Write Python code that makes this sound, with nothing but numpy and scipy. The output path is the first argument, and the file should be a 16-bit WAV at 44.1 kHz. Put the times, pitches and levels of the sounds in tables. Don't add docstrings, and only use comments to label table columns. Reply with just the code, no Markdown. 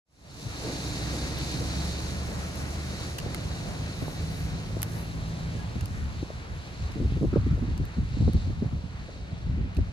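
import sys
import numpy as np
from scipy import signal
from scipy.fft import rfft, irfft
from scipy.io import wavfile
from scipy.ndimage import uniform_filter1d, map_coordinates

SR = 44100
rng = np.random.default_rng(int(sys.argv[2]) if len(sys.argv) > 2 else 0)


def unload_audio(sound):
    columns = np.transpose(np.atleast_2d(sound))
    steps = np.round(np.clip(columns, -1, 1) * 32767)
    wavfile.write(sys.argv[1], SR, steps.astype(np.int16))


N = 437472
T = np.arange(N) / SR
HZ = np.maximum(np.arange(N // 2 + 1) * SR / N, 1)

# f/Hz, likeness/0-1
PORT_LIKENESS = [(50, 1), (250, 0.82), (650, 0.3), (1100, 0.51), (2000, 0.55), (3000, 0.55), (4100, 0.7),
                 (5200, 0.24), (6500, 0.58), (8500, 0.23), (10000, 1), (14000, 1)]
# f/Hz, left minus right/dB
STREET_LEAN = [(100, -4), (300, -1), (520, 1), (750, 4), (1300, 1.5), (2400, 0.5), (4400, -1), (8000, -1.3)]
# t/s, level/dB
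RUMBLE_LEVEL = [(0, -38), (1.3, -37), (2.5, -35), (3.2, -38), (4.5, -38.5), (5.6, -39.5), (6.6, -55),
                (9.9, -46)]
# f/Hz, density/dB
RUMBLE_SPECTRUM = [(20, -32), (35, -19), (48, 5), (62, 1), (85, -2.5), (118, 5.5), (180, 0.5), (230, -6),
                   (300, -11), (420, -11), (700, -12), (1500, -47), (4000, -87)]

# t/s, level/dB
BREEZE_LEVEL = [(0, -47.5), (3, -43.5), (4.3, -40.5), (9.9, -40)]
# t/s, length/s, level/dB
MIC_GUSTS = [(.445, 0.03, -27.5), (3.44, 0.024, -33), (4.39, 0.16, -33.5), (5.75, 0.45, -34.5),
             (6.49, 0.045, -33.5), (6.79, 0.064, -31), (6.98, 0.33, -27.5), (7.37, 0.17, -24),
             (7.6, 0.25, -27), (7.96, 0.059, -25.5), (8.1, 0.1, -27.5), (8.19, 0.097, -20),
             (8.33, 0.029, -20.5), (8.4, 0.23, -32.5), (8.48, 0.031, -30), (8.62, 0.044, -25.5),
             (8.72, 0.019, -28.5), (8.83, 0.028, -39), (8.97, 0.03, -37), (9.44, 0.21, -28.5),
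             (9.76, 0.067, -26)]
# f/Hz, density/dB
WIND_SPECTRUM = [(20, -21), (32, -1), (48, 3.5), (65, 8.5), (100, 5.5), (170, -2), (260, -11.5),
                 (400, -31.5), (650, -56), (1500, -65), (4000, -110)]
# t/s, level/dB, upper edge/Hz, length/s
STRONG_EDDIES = [(3.263, -22.5, 440, 0.003), (4.024, -25.5, 340, 0.0095), (4.082, -29.5, 760, 0.0064),
                 (4.769, -23, 480, 0.0036), (5.553, -35, 450, .014), (5.758, -26.5, 302, 0.018),
                 (6.166, -29, 198, .008), (6.229, -23.5, 377, 0.0076), (6.304, -30.5, 600, 0.0045),
                 (6.9, -36, 400, 0.0049), (6.958, -30.5, 380, 0.03), (7.002, -25, 338, 0.031),
                 (7.048, -33.5, 447, 0.017), (7.122, -33.5, 390, .012), (7.165, -31.5, 436, 0.027),
                 (7.213, -23, 380, 0.022), (7.231, -19, 391, 0.028), (7.33, -24.5, 335, 0.03),
                 (7.36, -16, 534, 0.012), (7.368, -17, 170, .02), (7.467, -23.5, 320, 0.011),
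                 (7.524, -27, 308, 0.024), (7.58, -33.5, 450, 0.014), (7.62, -28, 300, 0.038),
                 (7.682, -29.5, 260, 0.035), (7.8, -27.5, 290, 0.025), (7.982, -25, 242, 0.018),
                 (8.171, -26, 270, 0.01), (8.207, -30, 540, 0.004), (8.226, -21.5, 267, 0.014),
                 (8.279, -18, 472, 0.005), (8.29, -24, 320, 0.013), (8.347, -21, 230, 0.02),
                 (8.476, -31, 318, 0.0056), (8.498, -26.5, 259, 0.013), (8.624, -18.5, 330, 0.0088),
                 (8.646, -31.5, 560, 0.0035), (8.66, -24.5, 210, 0.011), (8.725, -31.5, 250, 0.017),
                 (8.84, -29.5, 220, 0.0079), (9.086, -42, 604, 0.026), (9.325, -31, 219, 0.023),
                 (9.58, -32, 287.6, 0.077), (9.775, -30, 328, 0.012), (9.788, -25.5, 403, 0.011)]

# t/s, heel level/dB, heel ring/Hz, buckle level/dB, buckle ring/Hz, contact/s
BOOT_TICKS = [(1.386, -49, 2700, -35, 12500, .001), (2.556, -40, 2265, -42, 11000, .002),
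              (3.1835, -44, 2850, -33, 12490, 0.0014), (3.185, -27.5, 2820, -44, 10300, 0.0037),
              (3.2, -31, 2830, -47, 9580, .001), (3.3454, -29.5, 2100, -30.5, 9100, 0.0017),
              (4.819, -34, 2950, -25.5, 11300, 0.00093), (4.8296, -32, 2980, -18.5, 11100, .0009),
              (5.809, -35.5, 2720, -41, 9800, .002), (5.857, -36, 2700, -41, 10500, .0015),
              (6.918, -40, 2420, -66, 11000, .0027), (7.777, -40, 2830, -47, 7550, 0.0019),
              (7.853, -58, 2700, -41, 12500, .001), (8.333, -52, 2700, -39.5, 10400, 0.00093),
              (9.748, -65, 2700, -51, 10100, .001), (9.7675, -37.5, 2600, -61, 9900, 0.0024)]
# multiple of the ring frequency, relative width, level/dB
HEEL_RING = [(.35, 0.39, 0), (.6, 0.12, 4), (1, 0.1, 5.5), (1.45, .1, -7), (1.65, 0.14, -4),
             (2.05, 0.12, -11)]
BUCKLE_RING = [(.2, 1.9, 0), (.6, 0.73, -10), (1, .18, 2)]
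# t/s, length/s, level/dB
CLOTH_SWISHES = [(3.92, .2, -57), (4.24, 0.17, -56), (4.55, 0.14, -66), (4.82, 0.19, -55.5)]
SOLE_SCUFFS = [(7.3, .06, -48), (7.45, 0.049, -50.5)]
FAINT_SQUEAKS = [(5.55, 0.059, -50), (5.74, .08, -59)]
# f/Hz, width/Hz, level/dB
CLOTH_RING = [(10000, 1700, -0.89), (13000, 660, -1.2)]
SOLE_RING = [(1290, 380, 0)]
SQUEAK_RING = [(1665, 33, 0)]

# t/s, firing rate/Hz, level/dB
SECOND_ENGINE = [(2.8, 51.2, -59), (3.55, 51.2, -38), (4.2, 53.22, -35.5), (4.9, 54.12, -35),
                 (5.55, 55.24, -35.5), (5.8, 55.24, -50.5), (7, 56.22, -54), (9.9, 58.1, -47)]
# multiple of the firing rate, level/dB
SECOND_LINES = [(1, -17), (2, -0.5), (3, -1), (4, -16.5), (5, -16)]

# t/s, lag at the right port/ms
TYRE_BEARING = [(0, 0.22), (2, 0.2), (4.6, 0.2), (5.2, 0.25), (9.9, 0.22)]
# f/Hz, density/dB
ROAR_SPECTRUM = [(100, 9.5), (300, 4), (480, 2.5), (650, 1.5), (1000, -0.5), (1600, -2), (2300, -3.5),
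                 (2800, -6), (3300, -9), (5000, -17.5), (10000, -50)]
HISS_SPECTRUM = [(1000, -15), (2500, -4), (3300, -9), (3750, 0.5), (4200, 2), (4650, -1.5), (5200, -7),
                 (6300, -7), (9000, -18.5), (14000, -78)]
SPRAY_SPECTRUM = [(2000, -38), (4500, -2), (5500, 3), (6400, 1.5), (7500, -1), (9000, -6), (10500, -5),
                  (13500, -12), (14500, -19), (15500, -48)]
# t/s, length/s, added hiss relative to the damp road/dB
ROAD_PUDDLES = [(.12, 2.03, 5.5), (1.3, 0.62, 5.5), (2.7, 0.35, 5), (3.15, 1.42, 1.5), (4.6, .9, -2.5),
                (6.6, 0.22, 3), (7.98, 0.44, 4.5), (8.85, 0.4, -0.5)]
# t/s, length/s, level/dB
PASSING_WHOOSH = [(.57, 0.21, -42.5)]
# t/s, length/s, level/dB
BUMP_BOOMS = [(.64, 0.065, -39), (1.12, 0.11, -39)]
# f/Hz, width/Hz, level/dB
WALL_RING = [(250, 80, 1.5), (326, 91, -2), (495, 140, -2.5), (770, 220, -10)]
EXHAUST_RING = [(285.6, 40, 8.5), (454, 47, -5), (655, 160, -9.5)]
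# t/s, level/dB
DIESEL_LOAD = [(0, -53), (.6, -38.5), (1, -38), (1.6, -39.5), (2.2, -48), (3, -45.5), (5, -51.5),
               (9.9, -94)]
# t/s, crank speed/Hz, level/dB
DIESEL = [(0, 21.06, -44), (.7, 21.95, -42.5), (.82, 22.09, -35), (.97, 22.31, -38.5), (1.1, 22.44, -30.5),
          (1.5, 23.16, -32), (2, 24.09, -34), (2.85, 25.57, -36), (3.3, 26.02, -40), (4.1, 26.57, -43),
          (5, 27.38, -43), (6.5, 28, -50.5), (9.9, 28.12, -56)]
# multiple of the crank speed, level/dB
DIESEL_LINES = [(3, 0), (4.5, -15), (5, -12), (6, -12.5), (7, -7), (7.5, -16.5), (8, -12.5), (12, -24),
                (13, -17.5), (14, -18.5)]


def undb(db):
    return 10 ** (np.asarray(db) / 20)


def unit(x):
    return x / np.sqrt(np.mean(x ** 2))


def curves(table):
    s, *columns = np.transpose(table)
    return [np.interp(T, s, c) for c in columns]


def across(table, hz):
    f, value = np.transpose(table)
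    return np.interp(np.log(hz), np.log(f), value)


def drift(rate_hz):
    hold = int(SR / rate_hz)
    held = np.repeat(rng.standard_normal(N // hold + 2), hold)
    return unit(uniform_filter1d(uniform_filter1d(held, hold), hold)[:N])


def swells(table, attack_s, release_s):
    power = 0
    for s, length, db in table:
        rise = np.clip((T - s) / attack_s, 0, 1)
        fall = np.exp(-np.clip((T - s - length) / release_s, 0, 20))
        power = power + (undb(db) * rise * fall) ** 2
    return np.sqrt(power)


def ring(x, modes):
    size = x.shape[-1]
    hz = np.maximum(np.arange(size // 2 + 1) * SR / size, 1)
    response = sum(undb(db) / (1 + 1j * (hz / f - f / hz) * f / width) for f, width, db in modes)
    return irfft(rfft(x) * response)


def octaves(spectra, low_hz, count):
    place = np.clip(np.log2(HZ / low_hz), 0, count - 1)
    for k in range(count):
        yield irfft(spectra * np.maximum(1 - abs(place - k), 0), N)


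def ports(spectrum, likeness, lag_ms):
    shared, *diffuse = rng.standard_normal((3, N))
    late = map_coordinates(shared, [np.arange(N) - lag_ms * SR / 1000])
    direct = np.sqrt(likeness) * rfft(np.array([shared, late]))
    scattered = np.sqrt(1 - likeness) * rfft(np.array(diffuse))
    pair = (direct + scattered) * undb(across(spectrum, HZ))
    return pair / np.std(irfft(pair, N))


def street(spectrum, lag_ms):
    lean_db = across(STREET_LEAN, HZ) * np.array([[.5], [-.5]])
    return ports(spectrum, across(PORT_LIKENESS, HZ), lag_ms) * undb(lean_db)


def traffic_rumble(lag_ms, flicker_db, gain_db):
    db, = curves(RUMBLE_LEVEL)
    return irfft(street(RUMBLE_SPECTRUM, lag_ms), N) * undb(db + gain_db + flicker_db * drift(14))


def turbulence(db, gain_db, churn_db, brighten, likeness):
    churn = churn_db * np.tanh(drift(45))
    tilt_db = brighten * (db - db.max() + 2 * churn)
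    bands = octaves(ports(WIND_SPECTRUM, likeness, lag_ms=0), low_hz=102, count=4)
    return sum(band * undb(db + gain_db + churn + k * tilt_db) for k, band in enumerate(bands))


def small_eddies(wind_db, per_s, below_db, spread_db, edge_hz, mean_s):
    eddies = []
    for when, strength, length in rng.random((int(per_s * N / SR), 3)):
        db = wind_db[int(when * N)] - below_db + spread_db * (2 * strength - 1)
        eddies.append((when * N / SR, db, edge_hz, mean_s * (.5 + length)))
    return eddies


def buffets(eddies, gain_db, kicks_per_s, low_hz, apart, edge_order):
    out, size, lead = np.zeros((2, N + SR)), 8192, 1024
    t, hz = np.arange(size) / SR, np.arange(1, size // 2 + 2) * SR / size
    typical_s, typical_db = 0.012, -22
    rasp_db, rasp_top_hz = -48, 1390
    for s, db, edge_hz, length in eddies:
        thud = 1 / np.sqrt((1 + (hz / edge_hz) ** edge_order) * (1 + hz / edge_hz))
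        thud = thud / (1 + low_hz / (1j * hz)) ** 2
        rasp = undb(rasp_db + db - typical_db) * typical_s / length / (1 + (hz / rasp_top_hz) ** 6)
        struck = (rng.random(size) < kicks_per_s / SR) | (t == 0)
        kicks = struck * rng.choice([-1, 1], (2, size)) * np.exp(-(t / length) ** 2)
        mid, side = irfft(rfft(np.roll(kicks, lead, axis=1)) * (thud + rasp))
        eddy = mid + apart * side * np.array([[1], [-1]])
        rms = np.sqrt(np.sum(eddy ** 2) / (2 * length * SR))
        start = max(int(s * SR) - lead, 0)
        out[:, start:start + size] += eddy * undb(db + gain_db) / rms
    return out[:, :N]


def wind(ceiling):
    breeze_db, = curves(BREEZE_LEVEL)
    gusts = swells(MIC_GUSTS, attack_s=0.014, release_s=0.032)
    db = 20 * np.log10(np.hypot(undb(breeze_db), gusts))
    air = turbulence(db, gain_db=1.0, churn_db=3.5, brighten=0.24, likeness=0.87)
    eddies = STRONG_EDDIES + small_eddies(db, per_s=26, below_db=13, spread_db=7, edge_hz=280, mean_s=.011)
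    air += buffets(eddies, gain_db=-1.5, kicks_per_s=260, low_hz=54, apart=0.37, edge_order=8.64)
    return ceiling * np.tanh(air / ceiling)


def boots(buckle_contact_share, heel_gain_db, buckle_gain_db):
    out, size = np.zeros((2, N + SR)), 4096
    t = np.arange(size) / SR
    gritty_tail = undb(-17) * np.exp(-t / .009)
    for s, heel_db, heel_hz, buckle_db, buckle_hz, contact_s in BOOT_TICKS:
        heel = HEEL_RING, heel_hz, contact_s, heel_db + heel_gain_db
        buckle = BUCKLE_RING, buckle_hz, contact_s * buckle_contact_share, buckle_db + buckle_gain_db
        for modes, hz, crack_s, db in heel, buckle:
            push = rng.standard_normal((2, size)) * (np.exp(-(t / crack_s / 2) ** 2) + gritty_tail)
            tick = ring(push, [(k * hz, width * k * hz, mode_db) for k, width, mode_db in modes])
            start = int(s * SR)
            out[:, start:start + size] += tick * undb(db) / np.std(tick[:, t < crack_s * 2])
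    return out[:, :N]


def rub(table, modes, grain_db, attack_s, release_s):
    slips = rng.standard_normal((2, N)) * undb(grain_db * np.tanh(drift(300)))
    return unit(ring(ring(slips, modes), modes)) * swells(table, attack_s, release_s)


def tyre_roar(db, lag_ms, flicker_db):
    bands = octaves(street(ROAR_SPECTRUM, lag_ms), low_hz=236, count=5)
    return undb(db) * sum(band * undb(flicker_db * drift(16)) for band in bands)


def tread_water(spectrum, db, lag_ms, surge_db, grain_db):
    surge, drops = drift(16), drift(400)
    return irfft(street(spectrum, lag_ms), N) * undb(db + surge_db * surge + grain_db * drops)


def wheels(near_m, speed_m_s, hiss_loss_db_per_m, spray_loss_db_per_m):
    lag_ms, = curves(TYRE_BEARING)
    range_m = np.hypot(near_m, speed_m_s * T)
    far_db, beyond_m = 20 * np.log10(near_m / range_m), range_m - near_m
    puddle = swells(ROAD_PUDDLES, attack_s=0.19, release_s=0.1)
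    hiss_db = -48.5 + far_db - hiss_loss_db_per_m * beyond_m + 10 * np.log10(1 + puddle ** 2)
    spray_db = -47 + far_db - spray_loss_db_per_m * beyond_m + 10 * np.log10(1 + (0.27 * puddle) ** 2)
    hiss = tread_water(HISS_SPECTRUM, hiss_db, lag_ms, surge_db=0.97, grain_db=1.0)
    spray = tread_water(SPRAY_SPECTRUM, spray_db, lag_ms=0.2995, surge_db=1.0, grain_db=1.0)
    return tyre_roar(-39.5 + far_db, lag_ms, flicker_db=1.5) + hiss + spray


def whoosh(start_hz, fall_s, attack_s, release_s):
    age_s = np.maximum(T - PASSING_WHOOSH[0][0], 0)
    hz = start_hz * np.exp(-age_s / fall_s)
    phase = 2 * np.pi * np.cumsum(hz) / SR
    band = drift(90) * np.cos(phase) + drift(90.6) * np.sin(phase)
    return band * swells(PASSING_WHOOSH, attack_s, release_s)


def container(attack_s, release_s):
    shake = rng.standard_normal(N)
    return unit(ring(ring(shake, WALL_RING), WALL_RING)) * swells(BUMP_BOOMS, attack_s, release_s)


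def engine(table, lines, wobble, flutter_db, rough):
    hz, db = curves(table)
    cycles = np.cumsum(hz * (1 + wobble * drift(12))) / SR
    drone = 0
    for multiple, line_db in lines:
        gain = undb(line_db + flutter_db * drift(5.5))
        drone = drone + gain * np.sin(2 * np.pi * (multiple * cycles + rng.random()))
    firing_strength = 1 + rough * drift(36)
    return drone * undb(db) * firing_strength


def diesel_growl(throb, gain_db):
    crank_hz, _ = curves(DIESEL)
    load_db, = curves(DIESEL_LOAD)
    firing = np.cos(2 * np.pi * 3 * np.cumsum(crank_hz) / SR)
    puffs = rng.standard_normal(N) * (1 + throb * firing)
    growl = ring(ring(puffs, EXHAUST_RING), [(404, 380, 0)])
    return unit(growl) * undb(load_db + gain_db)


def scene():
    engines = engine(DIESEL, DIESEL_LINES, wobble=0.009, flutter_db=1.2, rough=0.19)
    engines += diesel_growl(throb=0.5, gain_db=-3)
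    engines += engine(SECOND_ENGINE, SECOND_LINES, wobble=0.00608, flutter_db=1.1, rough=0.13)
    road = traffic_rumble(lag_ms=0.32, flicker_db=2.0, gain_db=-2.0)
    road += wheels(near_m=25.3, speed_m_s=6, hiss_loss_db_per_m=0.1, spray_loss_db_per_m=0.41)
    road += container(attack_s=0.029, release_s=0.048)
    road += whoosh(start_hz=647, fall_s=.2, attack_s=0.11, release_s=0.045)
    walker = boots(buckle_contact_share=0.76, heel_gain_db=-6.5, buckle_gain_db=-2)
    walker += rub(CLOTH_SWISHES, CLOTH_RING, grain_db=1.5, attack_s=0.11, release_s=0.069)
    walker += rub(SOLE_SCUFFS, SOLE_RING, grain_db=7, attack_s=0.036, release_s=0.061)
    walker += rub(FAINT_SQUEAKS, SQUEAK_RING, grain_db=9, attack_s=0.038, release_s=.03)
    return engines + road + walker + wind(ceiling=0.32)


def record(dry):
    fade_start_s, fade_s = 0.045, 0.63
    bottom_hz, top_hz = 29, 14400
    fade = np.clip((T - fade_start_s) / fade_s, 0, 1) ** 1.66
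    low_cut = signal.butter(4, bottom_hz, "high", fs=SR, output="sos")
    high_cut = signal.ellip(8, .2, 70, top_hz, fs=SR, output="sos")
    return signal.sosfilt(high_cut, signal.sosfilt(low_cut, dry * fade))


dry = scene()
out = record(dry)
unload_audio(out)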